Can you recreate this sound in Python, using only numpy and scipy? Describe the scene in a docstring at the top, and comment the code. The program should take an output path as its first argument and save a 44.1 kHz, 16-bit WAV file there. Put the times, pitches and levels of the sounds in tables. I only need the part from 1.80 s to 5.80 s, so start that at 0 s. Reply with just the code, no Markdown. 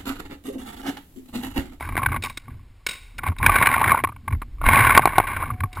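"""A paintball hopper churns and knocks in bursts, heard close up by one microphone in a plastic camera case.
The case rides on the player's gear behind a wooden cable spool: the balls ring it, movement thumps it.
Late on, the marker fires three shots at close range, each followed by its bolt.
Further off, other players' paint cracks on the spools and echoes over the open field.
A faint tone rings at the end."""
import sys
import numpy as np
from scipy import signal
from scipy.fft import rfft, irfft, next_fast_len
from scipy.io import wavfile
from scipy.ndimage import uniform_filter1d, minimum_filter1d, map_coordinates

SR = 44100
rng = np.random.default_rng(int(sys.argv[2]) if len(sys.argv) > 2 else 0)


def unload_audio(sound):
    """Save the sound as a 16-bit wav file, at the path given as the first command line argument."""
    columns = np.transpose(np.atleast_2d(sound))
    # keep every value between -1 and 1, then stretch to whole-number steps
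    steps = np.round(np.clip(columns, -1, 1) * 32767)
    wavfile.write(sys.argv[1], SR, steps.astype(np.int16))


N = 176400

# hush of the open field: f/Hz, level/dB
HUSH_SPECTRUM = [(20, -2.5), (80, -4.5), (180, -28), (260, -31.5), (400, -30.5), (800, -32.5), (1100, -34),
                 (2300, -33.5), (4000, -37.5), (6000, -43)]
# handling rumble on the case: t/s, level/dB
RUMBLE_LEVELS = [(0.0, -33.5), (0.34, -25), (0.63, -58.5), (0.69, -35.5), (1.04, -63.5), (1.06, -51.5),
                 (1.25, -63), (1.51, -23), (1.56, -50), (1.6, -32), (1.67, -17.5), (1.73, -37),
                 (1.79, -26.5), (1.96, -32.5), (2.13, -23), (2.17, -52), (2.23, -34), (2.42, -45.5),
                 (2.54, -24), (2.6, -43.5), (2.79, -46), (2.87, -20), (3.29, -30), (3.34, -38), (3.4, -36),
                 (3.46, -39), (3.62, -30), (3.65, -36), (3.74, -23.5), (3.77, -42.5), (3.85, -23),
                 (3.89, -54), (4.0, -27.5)]
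# colour of that rumble: f/Hz, level/dB
RUMBLE_SPECTRUM = [(25, -23), (58, -9.5), (90, 0.5), (130, -7.5), (190, -25), (240, -13), (400, -33),
                   (1500, -64.5)]
# slow sway of the camera: t/s, level/dB
SWAY_LEVELS = [(0.0, -56), (0.13, -27.5), (0.21, -44), (1.18, -51.5), (1.7, -32.5), (1.97, -44),
               (2.02, -38), (2.47, -57), (2.52, -32.5), (2.82, -31), (2.88, -19.5), (2.94, -38),
               (3.26, -35), (4.0, -45)]
# colour of that sway: f/Hz, level/dB
SWAY_SPECTRUM = [(12, -15), (26, -21.5), (37, 4), (55, -15.5), (90, -26.5), (400, -76.5)]
# soft bumps on the case: t/s, peak/dB, f/Hz, rise/s
CASE_BUMPS = [(1.487, -19.5, 81.6, 0.009), (1.667, -11.5, 112.6, 0.0052), (2.527, -14.5, 78.3, 0.011),
              (2.864, -13.5, 37.3, 0.0076), (3.001, -16.5, 108, 0.011), (3.809, -23, 83, 0.015),
              (3.84, -27, 87.3, 0.0095)]
# paint bursting on nearby spools: t/s, relative level/dB, echo offset/dB
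PAINT_CRACKS = [(0.422, -32.5, -35), (0.435, -27.5, -9.5), (0.446, -31.5, -27), (0.457, -34.5, -11),
                (0.496, -38.5, -17), (0.5715, -30, -21), (1.064, -21, -1.5), (1.381, -36, -41),
                (1.583, -37.5, -27), (3.928, -41.5, -0.5)]
# resonances in airborne sound at the microphone: f/Hz, width/Hz, level/dB
AIR_PEAKS = [(1085, 120, -7.5), (1476, 120, -4.5), (2250, 480, -0.5), (2720, 450, -7), (3780, 220, -1.5),
             (5140, 600, -20.5)]
# airborne sound between those resonances: f/Hz, level/dB
AIR_FLOOR = [(60, -14.5), (300, -13), (700, -21), (2500, -14), (4600, -14.5), (6000, -16)]
# resonances of the plastic case: f/Hz, width/Hz, level/dB
CASE_PEAKS = [(953, 326, -8.5), (1108, 170, 2.26), (1461, 330, 0), (1820, 1200, -14), (2203, 400, -5.5),
              (2770, 150, -19), (3070, 190, -32.5), (3840, 430, -28), (5030, 310, -38)]
# what the case passes between its resonances: f/Hz, level/dB
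CASE_FLOOR = [(40, -32.5), (250, -17.5), (500, -24), (750, -17.5), (1300, -23), (2400, -43), (3300, -29),
              (4500, -42), (6000, -50)]
# shots of the marker: t/s, pop/dB, jolt of the case/dB, rise of the jolt/s
MARKER_SHOTS = [(3.1756, 1, 3.5, 0.00055), (3.2559, -4.5, -13.5, 0.00046), (3.3825, -0.5, -14, 0.0012)]
# colour of the marker's pop: f/Hz, level/dB
POP_SPECTRUM = [(40, -17), (120, -8.5), (220, -13), (360, -7.5), (520, -13), (780, 0), (1100, -3),
                (1400, -21.5), (2200, -12), (3200, -32.5), (6000, -58)]
# how hard the balls churn in the hopper: t/s, level/dB
CHURN_LEVELS = [(0, -34.5), (.12, -42), (.2, -36), (.36, -35.5), (.41, -52.5), (.55, -62), (.7, -55.5),
                (.85, -71), (1.36, -64), (1.42, -48.5), (1.47, -23.5), (1.55, -63), (1.64, -20),
                (1.83, -20.5), (2.12, -27), (2.19, -26), (2.23, -53.5), (2.4, -66), (2.79, -65.5),
                (2.85, -24), (2.88, -16), (3.0, -16.5), (3.16, -18.5), (3.21, -27), (3.44, -29), (3.5, -27),
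                (3.58, -29), (3.71, -36.5), (3.76, -54), (3.91, -60), (4, -29)]
# hard knocks of the hopper, levels relative: t/s, low ring/dB, high ring/dB, rise/s
HOPPER_KNOCKS = [(.0069, -31, -35, 0.00093), (0.0249, -36, -35.5, 0.00075), (0.047, -39, -37.5, .0024),
                 (0.0717, -37.5, -45, 0.0019), (0.0883, -31.5, -34, .0013), (.1226, -36.5, -39, .0006),
                 (0.1539, -30.5, -33.5, 0.00034), (0.1674, -24.5, -21, 0.00037),
                 (0.1753, -23.5, -23, 0.00088), (0.1839, -29.5, -29, 0.0013), (.1903, -27.5, -34, 0.0018),
                 (.216, -27, -39, 0.002), (0.2292, -21.5, -25.5, 0.0018), (.2595, -19.5, -15.5, .0013),
                 (.2866, -32, -40, 0.00061), (0.317, -26, -29.5, 0.0015), (0.3272, -33, -29, 0.00085),
                 (0.341, -25.5, -31.5, 0.0015), (.359, -24.5, -25.5, 0.0026), (0.434, -30, -33, 0.005),
                 (0.45, -33, -35, 0.0041), (0.465, -32.5, -35.5, .002), (0.493, -37, -39, 0.004),
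                 (0.6797, -42.5, -49.5, 0.0014), (.703, -56, -54, 0.0014), (0.792, -57, -66, 0.0011),
                 (1.3851, -35, -29.5, 0.0022), (1.4322, -25, -26.5, 0.0026), (1.462, -30.5, -40, 0.0017),
                 (1.4835, -31, -33.5, 0.001), (1.515, -37, -44, 0.0027), (1.563, -45, -45.5, 0.001),
                 (1.599, -32, -43, 0.0016), (1.627, -20.5, -20, .0012), (1.6614, -10.5, -5, .0014),
                 (1.6929, -13, -20, 0.0011), (1.716, -34, -29, 0.0016), (1.734, -36, -33, 0.0023),
                 (1.7562, -16, -13.5, 0.0011), (1.7609, -19, -24, 0.0014), (1.7826, -23, -19.5, 0.0016),
                 (1.812, -18.5, -24, 0.001), (1.821, -17, -12.5, 0.0031), (1.8545, -24, -15.5, 0.0028),
                 (1.8685, -13.5, -11.5, .0014), (1.886, -22, -22, 0.0017), (1.9116, -29, -23, 0.0014),
                 (1.937, -18.5, -15.5, 0.0022), (1.9633, -22, -27.5, 0.00087),
                 (1.9791, -22.5, -27, 0.00079), (1.993, -28.5, -27, 0.0015), (2.0113, -15.5, -20, .0019),
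                 (2.026, -19.5, -31, 0.0015), (2.039, -17.5, -15.5, .0018), (2.0571, -22, -28, 0.0016),
                 (2.0729, -19.5, -16.5, 0.0029), (2.0921, -21, -18, 0.0016), (2.1029, -18.5, -18.5, .0024),
                 (2.1163, -10, -17.5, 0.00097), (2.125, -21.5, -29, 0.0015), (2.143, -15.5, -27.5, 0.0016),
                 (2.1683, -22.5, -32, 0.0026), (2.187, -28.5, -28.5, 0.0016), (2.199, -29.5, -34, 0.0009),
                 (2.2373, -18, -21.5, 0.00092), (2.2442, -19, -23, 0.0012), (2.2714, -29.5, -37, 0.001),
                 (2.285, -34.5, -41.5, 0.0026), (2.318, -42, -55, 0.0018), (2.362, -43.5, -45, 0.00076),
                 (2.456, -61, -66.5, .0012), (2.4772, -24.5, -29, .0016), (2.5044, -37, -40.5, 0.0019),
                 (2.5225, -31, -32.5, 0.0022), (2.544, -46, -45, 0.0026), (2.6166, -29.5, -33, 0.0013),
                 (2.628, -45, -48, 0.0011), (2.782, -52, -60, 0.0014), (2.8114, -28.5, -37, 0.0021),
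                 (2.839, -23.5, -31.5, 0.00072), (2.8609, -17.5, -18.5, 0.0014),
                 (2.8857, -10.5, -11.5, 0.00095), (2.9284, -13.5, -15, .0026), (2.9429, -15.5, -18, .0019),
                 (2.956, -19, -16.5, 0.0012), (2.971, -23, -15, 0.0029), (2.9856, -14, -14.5, 0.0032),
                 (3.004, -16, -15.5, .0017), (3.018, -38, -23.5, 0.0016), (3.0375, -22, -20.5, 0.0012),
                 (3.0483, -33, -17.5, 0.0011), (3.0667, -18, -15.5, 0.0019), (3.0931, -29, -17.5, .0014),
                 (3.1021, -28, -14.5, 0.0022), (3.146, -17.5, -12.5, .0024), (3.1631, -14, -19.5, 0.0014),
                 (3.3494, -27.5, -29, 0.0056), (3.5617, -31, -24.5, 0.0024), (3.608, -36, -41, 0.0011),
                 (3.622, -23, -34, .0014), (3.6304, -28, -54, 0.0022), (3.7001, -26, -42, 0.0015),
                 (3.8035, -30, -29.5, 0.0011), (3.8345, -22.5, -29.5, 0.0013), (3.855, -44, -51.5, 0.001),
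                 (3.9685, -32.5, -50, 0.0015)]


def amp(db):
    """Decibels to gain."""
    return 10 ** (np.asarray(db) / 20)


def unit(x):
    """x at rms 1."""
    return x / np.sqrt(np.mean(x ** 2) + 1e-20)


def burst(x):
    """x with the energy of 10 ms at rms 1."""
    return x / np.sqrt(np.sum(x ** 2) / (SR * .01) + 1e-20)


def curve(rows):
    """One value per sample from rows of t/s, value."""
    return np.interp(np.arange(N) / SR, *np.transpose(rows))


def wobble(per_s):
    """A smooth random curve with per_s knots a second."""
    knots = rng.standard_normal(int(N * per_s / SR) + 4)
    return map_coordinates(knots, [np.arange(N) * per_s / SR])


def colour(floor, peaks=(), size=8192):
    """Causal impulse response of a broad spectrum with steep resonances on top."""
    hz = np.fft.rfftfreq(size, 1 / SR)
    floor_hz, floor_db = np.transpose(floor)
    power = amp(np.interp(np.log(hz + 1), np.log(floor_hz), floor_db)) ** 2
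    for centre, width, db in peaks:
        power += (amp(db) / (1 + (2 * (hz - centre) / width) ** 2) ** 1.25) ** 2
    cepstrum = irfft(np.log(power) / 2)
    cepstrum[1:size // 2] *= 2  # fold to minimum phase
    cepstrum[size // 2 + 1:] = 0
    return irfft(np.exp(rfft(cepstrum)))[:size // 2]


def through(x, response):
    """x convolved with a response, at its own length."""
    return signal.fftconvolve(x, response)[:len(x)]


def noise(response, size=N):
    """Noise coloured by a response, at rms 1."""
    return unit(through(rng.standard_normal(size), response))


def below(x, hz):
    """x cut steeply above hz."""
    size = next_fast_len(N + SR // 2)
    spectrum = rfft(x, size) / (1 + (np.fft.rfftfreq(size, 1 / SR) / hz) ** 120)
    return irfft(spectrum, size)[..., :N]


def add(out, s, x):
    """Mix x into out from time s."""
    i = max(0, round(s * SR))
    out[i:i + len(x)] += x[:max(0, len(out) - i)]


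def contact(rise_s, size=4096):
    """The force of one rough contact: noise that swells and dies within milliseconds."""
    age = np.arange(size) / SR / rise_s
    return age ** 2 * np.exp(-age) * rng.standard_normal(size)


def strike(rise_s, response):
    """One rough contact heard through a response."""
    return burst(through(contact(rise_s), response))


def case_rings(split_hz=1290):
    """The response of the case around the microphone, parted into a low and a high ring."""
    case = colour(CASE_FLOOR, CASE_PEAKS)
    filters = [signal.butter(6, split_hz, kind, fs=SR, output="sos") for kind in ("low", "high")]
    return [signal.sosfilt(sos, case) for sos in filters]


def field_hush(db=-51.5):
    """The open field lies behind everything as a low, even hush."""
    return amp(db) * noise(colour(HUSH_SPECTRUM))


def faint_tone(hz=735, db=-44.5, start_s=3.62, rise_s=.089, fade_db_per_s=23):
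    """A faint pure tone comes in late and slowly fades."""
    t = np.maximum(np.arange(N) / SR - start_s, 0)
    envelope = np.minimum(t / rise_s, 1) * amp(db - fade_db_per_s * t)
    return envelope * np.sin(2 * np.pi * hz * t)


def paint_hits(rise_s=.0017, slap_s=.021, slap_loss_db=4.5, field_rise_s=.017, field_t60_s=.68):
    """Away from the microphone paint cracks, slaps between the spools and dies away over the field."""
    crack_db, slap_db, field_db, opening_db = 2.5, -1.5, -7, -46
    out, air = np.zeros(N), colour(AIR_FLOOR, AIR_PEAKS)
    t = np.arange(SR // 2) / SR
    decay = amp(-60 * t / field_t60_s)
    for s, db, echo_db in PAINT_CRACKS:
        add(out, s, amp(db + crack_db) * strike(rise_s, air))
        for bounce in range(4):
            slap = amp(db + echo_db + slap_db - bounce * slap_loss_db) * strike(2 * rise_s, air)
            add(out, s + (bounce + 1) * slap_s, slap)
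        tail = rng.standard_normal(len(t)) * decay * (1 - np.exp(-t / field_rise_s))
        add(out, s, amp(db + echo_db + field_db) * burst(through(tail, air)))
    add(out, 0, amp(opening_db) * decay * noise(air, len(t)))  # an earlier hit's echo, still dying
    return out


def handling(rumble_trim_db=-1):
    """Right at the microphone, the player's movement rumbles, sways and softly bumps the case."""
    out = amp(curve(RUMBLE_LEVELS) + rumble_trim_db) * noise(colour(RUMBLE_SPECTRUM))
    out += amp(curve(SWAY_LEVELS)) * noise(colour(SWAY_SPECTRUM))
    t = np.arange(SR // 5) / SR
    for s, db, hz, rise_s in CASE_BUMPS:
        envelope = amp(db) * t / rise_s * np.exp(1 - t / rise_s)
        add(out, s, envelope * np.sin(2 * np.pi * hz * t))
    return out


def marker(bolt_delay_s=.0185, bolt_pop_db=-12.5, bolt_jolt_db=-23.5, bolt_rise_s=.0015):
    """At close range a hollow pop jolts the case; the bolt returns with a weaker one."""
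    out, case = np.zeros(N), colour(CASE_FLOOR, CASE_PEAKS)
    pop = burst(colour(POP_SPECTRUM))
    for s, db, jolt_db, rise_s in MARKER_SHOTS:
        shot = amp(db) * pop + amp(jolt_db) * strike(rise_s, case)
        bolt = amp(db + bolt_pop_db) * pop + amp(bolt_jolt_db) * strike(bolt_rise_s, case)
        add(out, s, shot)
        add(out, s + bolt_delay_s, bolt)
    return out


def hopper_churn(contacts_per_s=2200, spread_db=4, ring_db=(0, -1.5), shift_db=2):
    """Close up, a surging stream of small ball contacts rings the case; each ring's share keeps shifting."""
    hits = rng.random(N) < contacts_per_s / SR
    force = hits * np.sign(rng.standard_normal(N))
    force *= amp(spread_db * np.clip(rng.standard_normal(N), -2, 2))
    flutter_db = 2.5 * np.tanh(wobble(per_s=200))
    surge_db = np.tanh(wobble(per_s=45))
    force *= amp(flutter_db + surge_db)
    rattle = np.zeros(N)
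    for db, ring in zip(ring_db, case_rings()):
        share = amp(shift_db * wobble(per_s=110))
        rattle += amp(db) * unit(through(force * share, ring))
    return amp(curve(CHURN_LEVELS)) * rattle


def hopper_knocks(trim_db=2.5, detune=.032):
    """Each hard knock drives the case's two rings in its own proportion, at a slightly different pitch."""
    out, rings = np.zeros(N), case_rings()
    samples = np.arange(len(rings[0]))
    for s, *ring_db, rise_s in HOPPER_KNOCKS:
        force = contact(rise_s)
        pitch = 1 + detune * np.clip(rng.standard_normal(), -2, 2)
        for db, ring in zip(ring_db, rings):
            detuned = np.interp(pitch * samples, samples, ring)
            add(out, s, amp(db + trim_db) * burst(through(force, detuned)))
    return out


def scene():
    """Everything reaches one microphone inside the case, the same on both channels."""
    hopper = hopper_churn() + hopper_knocks()
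    mono = hopper + marker() + paint_hits() + handling() + field_hush() + faint_tone()
    return np.array([mono, mono])


def record(dry):
    """The camera limits, clips and holds each slow sample, mirroring the sound into a gritty treble."""
    hold_hz, top_hz = 12000, 15500
    limit, limit_range_db, limit_s, ceiling = .9, 5, .002, .92
    sound = below(dry, .48 * hold_hz)
    window = round(limit_s * SR)
    needed_gain = np.clip(limit / (np.abs(sound) + 1e-9), amp(-limit_range_db), 1)
    limited = sound * uniform_filter1d(minimum_filter1d(needed_gain, window), window)
    slow = signal.resample_poly(limited, hold_hz, SR, axis=1, window=("kaiser", 2))
    clipped = np.clip(slow, -ceiling, ceiling)
    held = signal.resample_poly(np.repeat(clipped, 4, axis=1), SR, 4 * hold_hz, axis=1)
    return below(held, top_hz)


dry = scene()
out = record(dry)
unload_audio(out)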